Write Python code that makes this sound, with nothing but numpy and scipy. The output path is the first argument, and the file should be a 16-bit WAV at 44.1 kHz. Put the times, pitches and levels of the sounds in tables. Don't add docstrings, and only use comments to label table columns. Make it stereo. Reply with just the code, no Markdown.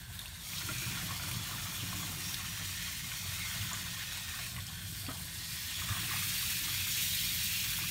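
import sys
import numpy as np
from scipy import signal
from scipy.fft import rfft, irfft, next_fast_len
from scipy.io import wavfile
from scipy.ndimage import map_coordinates

SR = 44100
rng = np.random.default_rng(int(sys.argv[2]) if len(sys.argv) > 2 else 0)


def store_wav(level_fs):
    pcm = np.round(np.clip(np.atleast_2d(level_fs), -1, 1) * 32767)
    wavfile.write(sys.argv[1], SR, pcm.T.astype(np.int16))


N = 348390
TIME = np.arange(N) / SR
SIZE = 2 * next_fast_len(N // 2 + 8192)
HZ = np.fft.rfftfreq(SIZE, 1 / SR)


# time in seconds, patter level in dB, mist level in dB.
SPRAY_LEVELS = [(0.0, -58, -54.5), (0.1, -59.5, -57), (0.15, -55.5, -51), (0.3, -55, -53),
                (0.41, -53.5, -51.5), (0.5, -45.3, -44.5), (0.82, -43, -43.5), (1.05, -45.5, -45.5),
                (1.5, -45, -45.7), (2.2, -45, -45), (2.45, -45, -45.5), (2.78, -43, -45.5),
                (3.1, -45, -45.5), (3.6, -42.5, -43.5), (3.85, -44.5, -47), (4.3, -45, -47.5),
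                (4.47, -46.5, -45.5), (4.54, -51.5, -49), (4.66, -50.5, -50.5), (4.77, -53, -50.5),
                (4.87, -51, -47), (5.23, -50, -47), (5.75, -43.5, -44), (6.3, -38.5, -37.5),
                (6.78, -39, -39.5), (6.98, -37.5, -36), (7.9, -39.5, -39)]

def spray():
    patter_gain, mist_gain = levels(SPRAY_LEVELS)
    patter_pitch, splutter_pitch, _, mist_pitch = pitch_factors()
    surge = wander(2.6, 45)
    out = patter_gain * patter(surge, patter_pitch)
    out += mist_gain * mist(surge, mist_pitch)
    out += splutter(surge, splutter_pitch)
    dull_plastic = unit(colour(drops(per_s=3000, spread_db=2.2), humps([(560, 610, 0)])))
    return out + amp(-29) * patter_gain * dull_plastic


# frequency in Hz, boost or cut in dB.
PATTER_TONE = [(450, -33), (1000, -20.5), (1700, -5.5), (2400, -1), (3400, 0), (4400, -1), (6000, -3),
               (8000, -5), (12000, -19.5)]

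def patter(surge, pitch):
    hits = unit(drops(per_s=9000, spread_db=2))
    hits += amp(-4.5) * bubbles(2210, 7100, per_s=3500, spread_db=0, cycles=25.4)
    sound = unit(retune(colour(hits, slope(PATTER_TONE)), pitch))
    return sound * amp(-0.09 + 0.5 * surge + 0.5 * wander(0.93, 50))


# frequency in Hz, boost or cut in dB.
MIST_TONE = [(500, -54), (3000, -18), (6000, 2), (8500, 0.5), (11000, 1), (13000, 1), (15700, 2)]

def mist(surge, pitch):
    coarse = 1 / (1 + (HZ / 10500) ** 12)
    hiss = np.zeros(N)
    for share in (coarse, 1 - coarse):
        droplets = colour(drops(per_s=12000, spread_db=2.5), slope(MIST_TONE) * np.sqrt(share))
        hiss += droplets * amp(0.85 * wander(1.6, 80))
    low_cut = signal.butter(4, 1800, "high", fs=SR, output="sos")
    return unit(signal.sosfilt(low_cut, retune(hiss, pitch))) * amp(1.1 + 0.86 * surge)


# frequency in Hz, boost or cut in dB.
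SPLUTTER_TONE = [(300, -40), (500, -36), (750, -7.5), (1100, -7), (1550, -0.5), (1950, 1), (2500, -4),
                 (3500, -1), (7000, -37)]

def splutter(surge, pitch):
    force_db, flow_db, _ = above_usual()
    on_fur_db = np.minimum(force_db, 1.5)
    gain = amp(-49.5 + 0.56 * on_fur_db + 0.19 * flow_db)
    hits = unit(drops(per_s=4000, spread_db=2.5))
    hits += amp(-10) * bubbles(1290, 2930, per_s=1300, spread_db=1.5, cycles=9.6)
    sound = unit(retune(colour(hits, slope(SPLUTTER_TONE)), pitch))
    return gain * sound * amp(-0.8 + 0.51 * surge + 2.2 * wander(1, 35.2))


# usual pitch factor, rise in octaves per dB of patter, random drift in octaves.
PITCH_MOVES = [(1.065, 0, .02), (1.06, 0, .03), (1.07, 0.1148, 0.0149), (1.01, 0.16, .04)]

def pitch_factors():
    force_db = np.maximum(above_usual()[0], -3)
    return [usual * 2 ** (per_db * force_db + drift * wander(0.5, 1.5))
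            for usual, per_db, drift in PITCH_MOVES]


def fur_flutter():
    noise, out = rfft(rng.standard_normal(N), SIZE), np.zeros(N)
    for hz in np.geomspace(1900, 6800, 12):
        opening = amp(5 * np.minimum(wander(11, 22), 2))
        fold = unit(irfft(noise * humps([(hz, 0.12 * hz, 0)]))[:N])
        out += opening * fold / np.sqrt(hz)
    return amp(-11) * levels(SPRAY_LEVELS)[0] * unit(out)


def head_echo(x, height_m=0.16, sound_m_per_s=343):
    delay = 2 * height_m * (1 + 0.13 * wander(0.85, 2.2)) / sound_m_per_s
    return x + amp(-16) * delayed(x, delay)


# time in seconds, share buried from 0 to 1.
HEAD_DEPTH = [(0.0, 1), (0.39, 0.6), (0.5, 0.1), (4.47, 0.27), (4.55, 0.9), (4.78, 0.8), (4.88, 0.55),
              (5.25, 0.85), (5.4, 0.2)]
# frequency in Hz, boost or cut in dB.
BURIED_TONE = [(950, -2), (1220, -3), (1500, 9.5), (1900, -1), (2400, -2.5), (2750, -1), (3400, 1.5),
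               (4300, 0.5), (5300, -2), (6500, -2.5), (8500, 1.5), (11000, -2), (14500, 2)]

def muffle(x):
    buried = np.interp(TIME, *np.transpose(HEAD_DEPTH))
    return (1 - buried) * x + buried * colour(x, slope(BURIED_TONE))


# start in seconds, length in seconds, level in dB,
# first pitch in Hz, last pitch in Hz, basic width as a share of the pitch.
HOLLOWS = [(0.05, 0.61, -58, 3620, 3730, 0.067), (0.541, 0.071, -44, 3760, 3900, .1),
           (0.619, 0.42, -49, 2560, 2430, .13), (1.737, 0.13, -46, 3500, 2680, 0.13),
           (1.882, 0.27, -48.5, 6480, 6830, 0.22), (2.149, 0.27, -47, 5600, 5730, 0.089),
           (2.477, 0.19, -50.5, 1680, 1800, 0.22), (2.623, 0.42, -52, 1750, 2000, .15),
           (3.08, 0.21, -50, 6030, 6300, .18), (3.359, 0.16, -43.5, 2150, 2086, 0.11),
           (3.504, 0.57, -55, 1900, 1797, 0.26), (4.189, 0.27, -53.5, 1400, 1620, 0.31),
           (4.367, 0.15, -47.5, 2100, 2750, 0.25), (4.898, 0.19, -51.5, 4850, 4450, 0.11),
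           (5.07, 0.07, -48, 1700, 1500, 0.39), (5.221, 0.58, -51, 4550, 4370, 0.14),
           (5.52, 0.49, -47, 3700, 3224, 0.34), (5.872, .27, -45.5, 3500, 2890, 0.32),
           (6.079, 0.098, -44, 1950, 1846, .25), (5.899, 1, -48.5, 8780, 8220, 0.34),
           (6.737, 0.48, -43.5, 7450, 6480, 0.39), (6.958, 0.059, -39, 2583, 3210, 0.084),
           (6.999, 0.33, -45.5, 4510, 3910, 0.24), (7.421, 0.29, -42.5, 2850, 2706, 0.11),
           (7.739, .2, -43.5, 2550, 2450, .2)]

def swishes():
    out = np.zeros(N)
    for start, length, db, first_hz, last_hz, width in HOLLOWS:
        n = int(length * SR)
        width_hz = (width + 0.011 / length) * first_hz
        noise = slow_noise(width_hz, seconds=2)[:n]
        pitch = np.linspace(first_hz, last_hz, n) * (1 + 0.25 * width * sway(per_s=4)[:n])
        add(out, start, amp(db) * at_pitch(noise, pitch) * np.hanning(n))
    return out


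# time in seconds, then the relative levels of bubbling, drumming and slapping in dB.
RUNOFF_LEVELS = [(0.0, -63, -49.5, -65), (0.35, -61.5, -53.5, -72.5), (0.75, -53.5, -45.5, -59.5),
                 (1.05, -52.5, -44, -57.5), (1.7, -52.5, -47.5, -62.5), (2.0, -52, -43, -56.5),
                 (2.4, -54.5, -47.5, -64.5), (3.0, -58.5, -49.5, -67), (3.65, -50.5, -46, -65),
                 (4.1, -57, -51.5, -67.5), (4.5, -59.5, -48, -70), (4.9, -62.5, -47.0, -67),
                 (5.65, -60, -51.5, -68), (5.92, -52, -46, -62.5), (6.15, -47.5, -44.5, -60),
                 (6.35, -53, -48, -65.5), (7.6, -59.5, -48.0, -69), (7.9, -62.5, -46, -63)]
# frequency in Hz, boost or cut in dB.
PUDDLE_TONE = [(300, -30.5), (470, -5.5), (650, -7.5), (830, -1.5), (1020, -1), (1350, 1), (1900, -5.5),
               (3500, -55)]
# start in seconds, relative level in dB, starting pitch in Hz.
BIG_BUBBLES = [(0.61, -37, 1456), (0.687, -31, 1390), (0.821, -39, 1420), (0.865, -44.5, 1060),
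               (0.973, -37.5, 1420), (1.029, -43, 1035), (1.106, -35, 1075), (1.133, -48, 1050),
               (1.196, -36, 1420), (1.234, -37, 1415), (1.288, -39, 1390), (1.395, -42, 1340),
               (1.492, -45, 742), (1.494, -47, 1104), (1.508, -37, 1430), (1.579, -39, 1420),
               (1.67, -40, 1280), (1.996, -42, 1100), (2.029, -37.5, 1105), (2.124, -46, 1290),
               (2.39, -44, 1100), (3.117, -36.5, 1500), (3.713, -35, 1006), (4.172, -41, 960),
               (4.389, -37, 1644), (4.579, -41.5, 1105), (5.088, -33, 1264), (5.153, -45, 850),
               (5.196, -48.5, 834), (5.818, -37, 1220), (5.89, -32, 1200), (5.922, -34, 1164),
               (5.948, -41, 1180), (5.962, -45, 915), (5.969, -37, 1170), (6.111, -33.5, 1140),
               (6.139, -40, 775), (6.161, -35.5, 1190), (6.223, -36, 1180), (6.427, -41, 1150),
               (6.649, -48, 890), (6.680, -35, 1195), (7.784, -41, 1410), (7.787, -40, 930),
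               (7.815, -47, 888), (7.837, -40, 1186)]

def puddle(stir_s=0.03):
    churn = bubbles(521, 1564, per_s=700, spread_db=2.5, cycles=28.4)
    churn += amp(-2) * unit(drops(per_s=1300, spread_db=4.5))
    uneven_flow = amp(-2 + 1.3 * wander(4.2, 9.6)) * levels(RUNOFF_LEVELS)[0]
    stirred = sum(amp(db - 18.5) * np.exp(-((TIME - start - stir_s / 2) / stir_s) ** 2)
                  for start, db, _ in BIG_BUBBLES)
    bubbling = unit(retune(colour(churn, slope(PUDDLE_TONE)), pitch_factors()[2]))
    out = np.hypot(uneven_flow, stirred) * bubbling
    for start, db, hz in BIG_BUBBLES:
        add(out, start, amp(db - 0.5) * ring(hz, ring_s=0.045, glide=0.046, attack_s=0.0012))
        add(out, start, spatter(db - 11, 0.83 * hz, 1.8 * hz, fade_s=0.091))
    return out


# start in seconds, ring level in dB, starting pitch in Hz,
# ring time in seconds, relative crack level in dB, spatter level in dB.
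STRAY_DROPS = [(0.1918, -30, 3600, 0.022, -40, -47), (.2155, -37, 3500, .026, -55, -52),
               (.2573, -36, 2580, 0.011, -47, -42), (.2797, -37, 4400, .008, -54, -50),
               (0.5347, -31, 2450, 0.017, -48, -50), (0.5828, -29.5, 3770, 0.019, -47, -36),
               (0.784, -28, 6030, .008, -47, -45), (1.314, -30, 2380, .012, -37, -41),
               (2.343, -23, 3440, .004, -37, -36), (1.166, -35, 4440, .012, -50, -44),
               (1.453, -35, 4000, .012, -52, -45), (2.348, -35, 2300, .004, -41, -41),
               (3.387, -34, 2000, .008, -50, -42), (3.117, -31, 2370, 0.015, -48, -39),
               (3.732, -24.5, 6900, 0.0086, -51, -43), (3.744, -37, 6840, .018, -58, -54),
               (4.173, -37, 1900, .01, -39.5, -46), (4.5642, -34, 2000, 0.024, -46, -39),
               (4.587, -37, 1970, .022, -54, -44), (4.6046, -35, 3440, .014, -55, -48),
               (4.667, -35, 5100, .018, -45.5, -45), (4.687, -37, 3300, .013, -56, -48),
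               (5.065, -33, 2700, 0.013, -51, -48), (5.0655, -34, 4500, .016, -52, -50),
               (5.1716, -41, 2900, 0.018, -50, -49)]

def ticks():
    out = amp(-14.5) * levels(SPRAY_LEVELS)[0] * bubbles(1900, 4330, per_s=70, spread_db=3, cycles=66)
    for start, db, hz, ring_s, crack_db, spatter_db in STRAY_DROPS:
        add(out, start, amp(db) * ring(hz, ring_s, glide=0.053, attack_s=0.0001))
        add(out, start, spatter(crack_db + 4, 4900, 14300, fade_s=0.014))
        add(out, start, spatter(spatter_db, 0.96 * hz, 1.64 * hz, fade_s=0.033))
    return out


# pitch in Hz, width in Hz, relative level in dB.
RUMBLE_NOTES = [(55, 25, -3), (76.3, 17, 1)]
DRUM_NOTES = [(95.6, 15.4, 1.5), (119.2, 29, -3), (133.7, 5.2, -3.5), (161.1, 25, -5.5), (179, 17.7, -6),
              (219.7, 38.5, -15.5)]
SLAP_NOTES = [(294, 65, 3), (336, 54, -2), (381, 58, -3), (530, 160, -17)]

def tray_drumming():
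    _, drum_gain, slap_gain = levels(RUNOFF_LEVELS)
    rumble_gain = amp(-54 + 0.091 * above_usual()[2])
    low_cut = 1 / np.sqrt(1 + (36 / (HZ + 1)) ** 8)
    blows = drops(per_s=1500, spread_db=1.46)
    rumble = unit(colour(blows, humps(RUMBLE_NOTES) * low_cut))
    drum = unit(colour(blows, humps(DRUM_NOTES) * low_cut))
    slap = unit(colour(drops(per_s=900, spread_db=4), humps(SLAP_NOTES)))
    return rumble_gain * rumble + amp(0.56) * drum_gain * drum + slap_gain * slap


# start in seconds, level in dB, pitch in Hz, ring time in seconds.
TRAY_BUMPS = [(0.688, -39, 313, 0.088), (0.717, -28.5, 121, 0.071), (0.819, -44.5, 322, 0.092),
              (0.921, -41, 204, 0.08), (1.025, -46, 298, .09), (1.319, -49, 301, .08),
              (1.55, -41.5, 204, 0.065), (1.944, -46, 290, 0.081), (2.611, -45, 240, .08),
              (3.246, -44, 204, .08), (1.362, -32, 109.6, 0.24), (1.827, -43.5, 274, 0.13),
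              (2.092, -41, 240, 0.084), (3.601, -37, 99, 0.42), (4.582, -47, 172, 0.11),
              (5.083, -32.5, 263, 0.089), (5.679, -48, 250, 0.071), (5.902, -28.5, 102, 0.27),
              (6.079, -43, 247, 0.066), (6.611, -49, 301, .08), (7.315, -44.5, 270, .08)]

def bumps():
    out = np.zeros(N)
    for start, db, hz, ring_s in TRAY_BUMPS:
        overtone = amp(-15) * ring(1.92 * hz, ring_s, attack_s=0.0016)
        add(out, start, amp(db) * (ring(hz, ring_s, attack_s=0.0019) + overtone))
        add(out, start, spatter(db - 21.5, 0.94 * hz, 1.66 * hz, fade_s=0.19))
    return out


# start in seconds, length in seconds, level in dB, pitch in Hz.
HELD_NOTES = [(0.65, 1.7, -58, 3400), (1.0, 0.48, -57, 4500), (1.6, 1.5, -58, 5720), (2.75, 1.3, -58, 2130),
              (3.3, 1.1, -57, 3430), (3.7, 0.92, -55, 1850), (4.0, 0.41, -56.5, 3860),
              (4.55, 0.72, -59, 3240), (4.68, .4, -61, 3110), (5.2, 1.0, -56, 1860),
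              (5.25, 0.84, -57, 5190), (5.9, .75, -54.5, 2550), (6.15, .55, -55.5, 4320),
              (6.65, 0.94, -51, 3750), (6.75, 1.3, -53, 2434)]

def tray_singing():
    out = np.zeros(N)
    for start, length, db, hz in HELD_NOTES:
        n = int(length * SR)
        noise = slow_noise(width_hz=110, seconds=3)[:n]
        pitch = hz + 21.9 * sway(per_s=2.3)[:n]
        add(out, start, amp(db) * at_pitch(noise, pitch) * signal.windows.tukey(n, 0.6))
    return out


# frequency in Hz, width in Hz, boost or cut in dB.
WALL_TONE = [(524, 14, 3.1), (583, 23, -2.5), (637, 17, 3.8), (729, 20, 2.8), (803, 32, -2),
             (1090, 65, 1.5), (1331, 24, -3.3), (1401, 25, 2.2), (1617, 19, -2.6), (1718, 21, -2.6),
             (1850, 33, 2.6), (2421, 65, 2), (2559, 31, 3.1), (2644, 40, -3.4), (2010, 50, -1.2),
             (2135, 40, 1.5), (2250, 50, -1.5), (2955, 100, -1.5), (3200, 45, 1.5), (3427, 75, 2.3),
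             (3778, 68, 1.2), (4110, 70, -1.5), (4320, 110, 1.4), (4898, 120, -3.2), (5450, 90, 1),
             (5780, 90, 1), (6160, 80, -2.8), (6570, 130, 1), (7608, 205, -2.2), (8543, 513, 1.4),
             (9682, 116, 2.1), (10428, 282, -4)]

def walls(x):
    curve_db = sum(db * np.exp(-((HZ - hz) / width) ** 2) for hz, width, db in WALL_TONE)
    return colour(x, amp(curve_db))


def bathroom(x, tail_s=0.12):
    t, out = np.arange(SR // 2) / SR, x.copy()
    for k, delay in enumerate([0.0017, 0.0029, 0.0046]):
        out += amp(-22) * delayed(x, delay + 0.00012 * sway(per_s=0.15))
        echoes = rng.choice([-1, 1], len(t)) * (rng.random(len(t)) < 3000 / SR)
        tail = echoes * (t > 0.005) * 0.00075 ** (t / tail_s)
        share = np.sqrt(2 / 3) * np.cos(np.pi * (TIME + k / 3))
        out += amp(-9.5) * signal.oaconvolve(x * share, tail / np.linalg.norm(tail))[:N]
    return out


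def hum(hz=49):
    return amp(-58) * np.sin(2 * np.pi * hz * TIME + 0.4 * wander(0.7, 4))


def drops(per_s, spread_db):
    size = amp(spread_db * np.minimum(rng.exponential(1, N), 6))
    return size * rng.choice([-1, 1], N) * (rng.random(N) < per_s / SR)


def bubbles(low_hz, high_hz, per_s, spread_db, cycles, sizes=24):
    births = drops(per_s, spread_db)
    size, out = rng.integers(0, sizes, N), np.zeros(N)
    for k, hz in enumerate(np.geomspace(low_hz, high_hz, sizes)):
        out += signal.oaconvolve(births * (size == k), hz * ring(hz, cycles / hz, glide=0.14))[:N]
    return unit(out)


def ring(hz, ring_s, glide=0, attack_s=0.00021):
    t = np.arange(int(ring_s * SR) + 2) / SR
    tone = np.sin(2 * np.pi * hz * t * (1 + glide * t / ring_s / 2))
    return tone * 1e-3 ** (t / ring_s) * (1 - np.exp(-t / attack_s))


def spatter(db, low_hz, high_hz, fade_s):
    t = np.arange(SR // 8) / SR
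    band = signal.butter(4, [low_hz, min(high_hz, 0.45 * SR)], "band", fs=SR, output="sos")
    return amp(db) * unit(signal.sosfilt(band, rng.standard_normal(len(t)))) * 0.0035 ** (t / fade_s)


def above_usual():
    gains = [levels(SPRAY_LEVELS)[0], *levels(RUNOFF_LEVELS)[:2]]
    return [20 * np.log10(gain) - usual_db for gain, usual_db in zip(gains, (-44, -56, -47))]


def levels(rows):
    times, *columns = np.transpose(rows)
    return [amp(np.interp(TIME, times, db)) for db in columns]


def wander(low_hz, high_hz):
    weight = HZ / (HZ ** 2 + low_hz ** 2) ** 0.7 / (1 + (HZ / high_hz) ** 2)
    return unit(irfft(rfft(rng.standard_normal(N), SIZE) * weight)[:N])


def sway(per_s):
    return np.sin(2 * np.pi * (per_s * TIME + rng.random()))


def slow_noise(width_hz, seconds):
    pole = np.exp(-np.pi * width_hz / SR)
    return signal.lfilter([1], np.poly([pole, pole]), rng.standard_normal((seconds * SR, 2)) @ [1, 1j])


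def at_pitch(noise, hz):
    return unit((noise * np.exp(2j * np.pi * np.cumsum(hz) / SR)).real)


def slope(points):
    hz, db = np.transpose(points)
    return amp(np.interp(np.log(HZ + 1), np.log(hz), db))


def humps(notes):
    return np.sqrt(sum((amp(db) / (1 + (2 * (HZ - hz) / width) ** 2)) ** 2 for hz, width, db in notes))


def colour(x, gain):
    cepstrum = irfft(np.log(gain + 1e-6))
    cepstrum[1:SIZE // 2] *= 2
    cepstrum[SIZE // 2 + 1:] = 0
    return irfft(rfft(x, SIZE) * np.exp(rfft(cepstrum)))[:N]


def retune(x, factor):
    return map_coordinates(x, [np.cumsum(factor) % (N - 1)], order=3, mode="nearest")


def delayed(x, seconds):
    return map_coordinates(x, [(TIME - seconds) * SR], order=3)


def amp(db):
    return 10 ** (np.asarray(db) / 20)


def unit(x):
    return x / np.sqrt(np.mean(x ** 2) + 1e-20)


def add(mix, start, sound):
    part = mix[max(round(start * SR), 0):][:len(sound)]
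    part += sound[:len(part)]


def scene():
    jets = muffle(head_echo(spray() + fur_flutter()))
    water = walls(jets + puddle() + swishes()) + tray_singing() + ticks()
    mono = amp(-0.55) * bathroom(water) + tray_drumming() + bumps() + hum()
    return np.array([mono, mono])


def record(dry):
    lowpass = signal.firwin(801, 15750, window=("kaiser", 9), fs=SR)
    return signal.oaconvolve(dry, lowpass[None], "same", axes=1)


dry = scene()
out = record(dry)
store_wav(out)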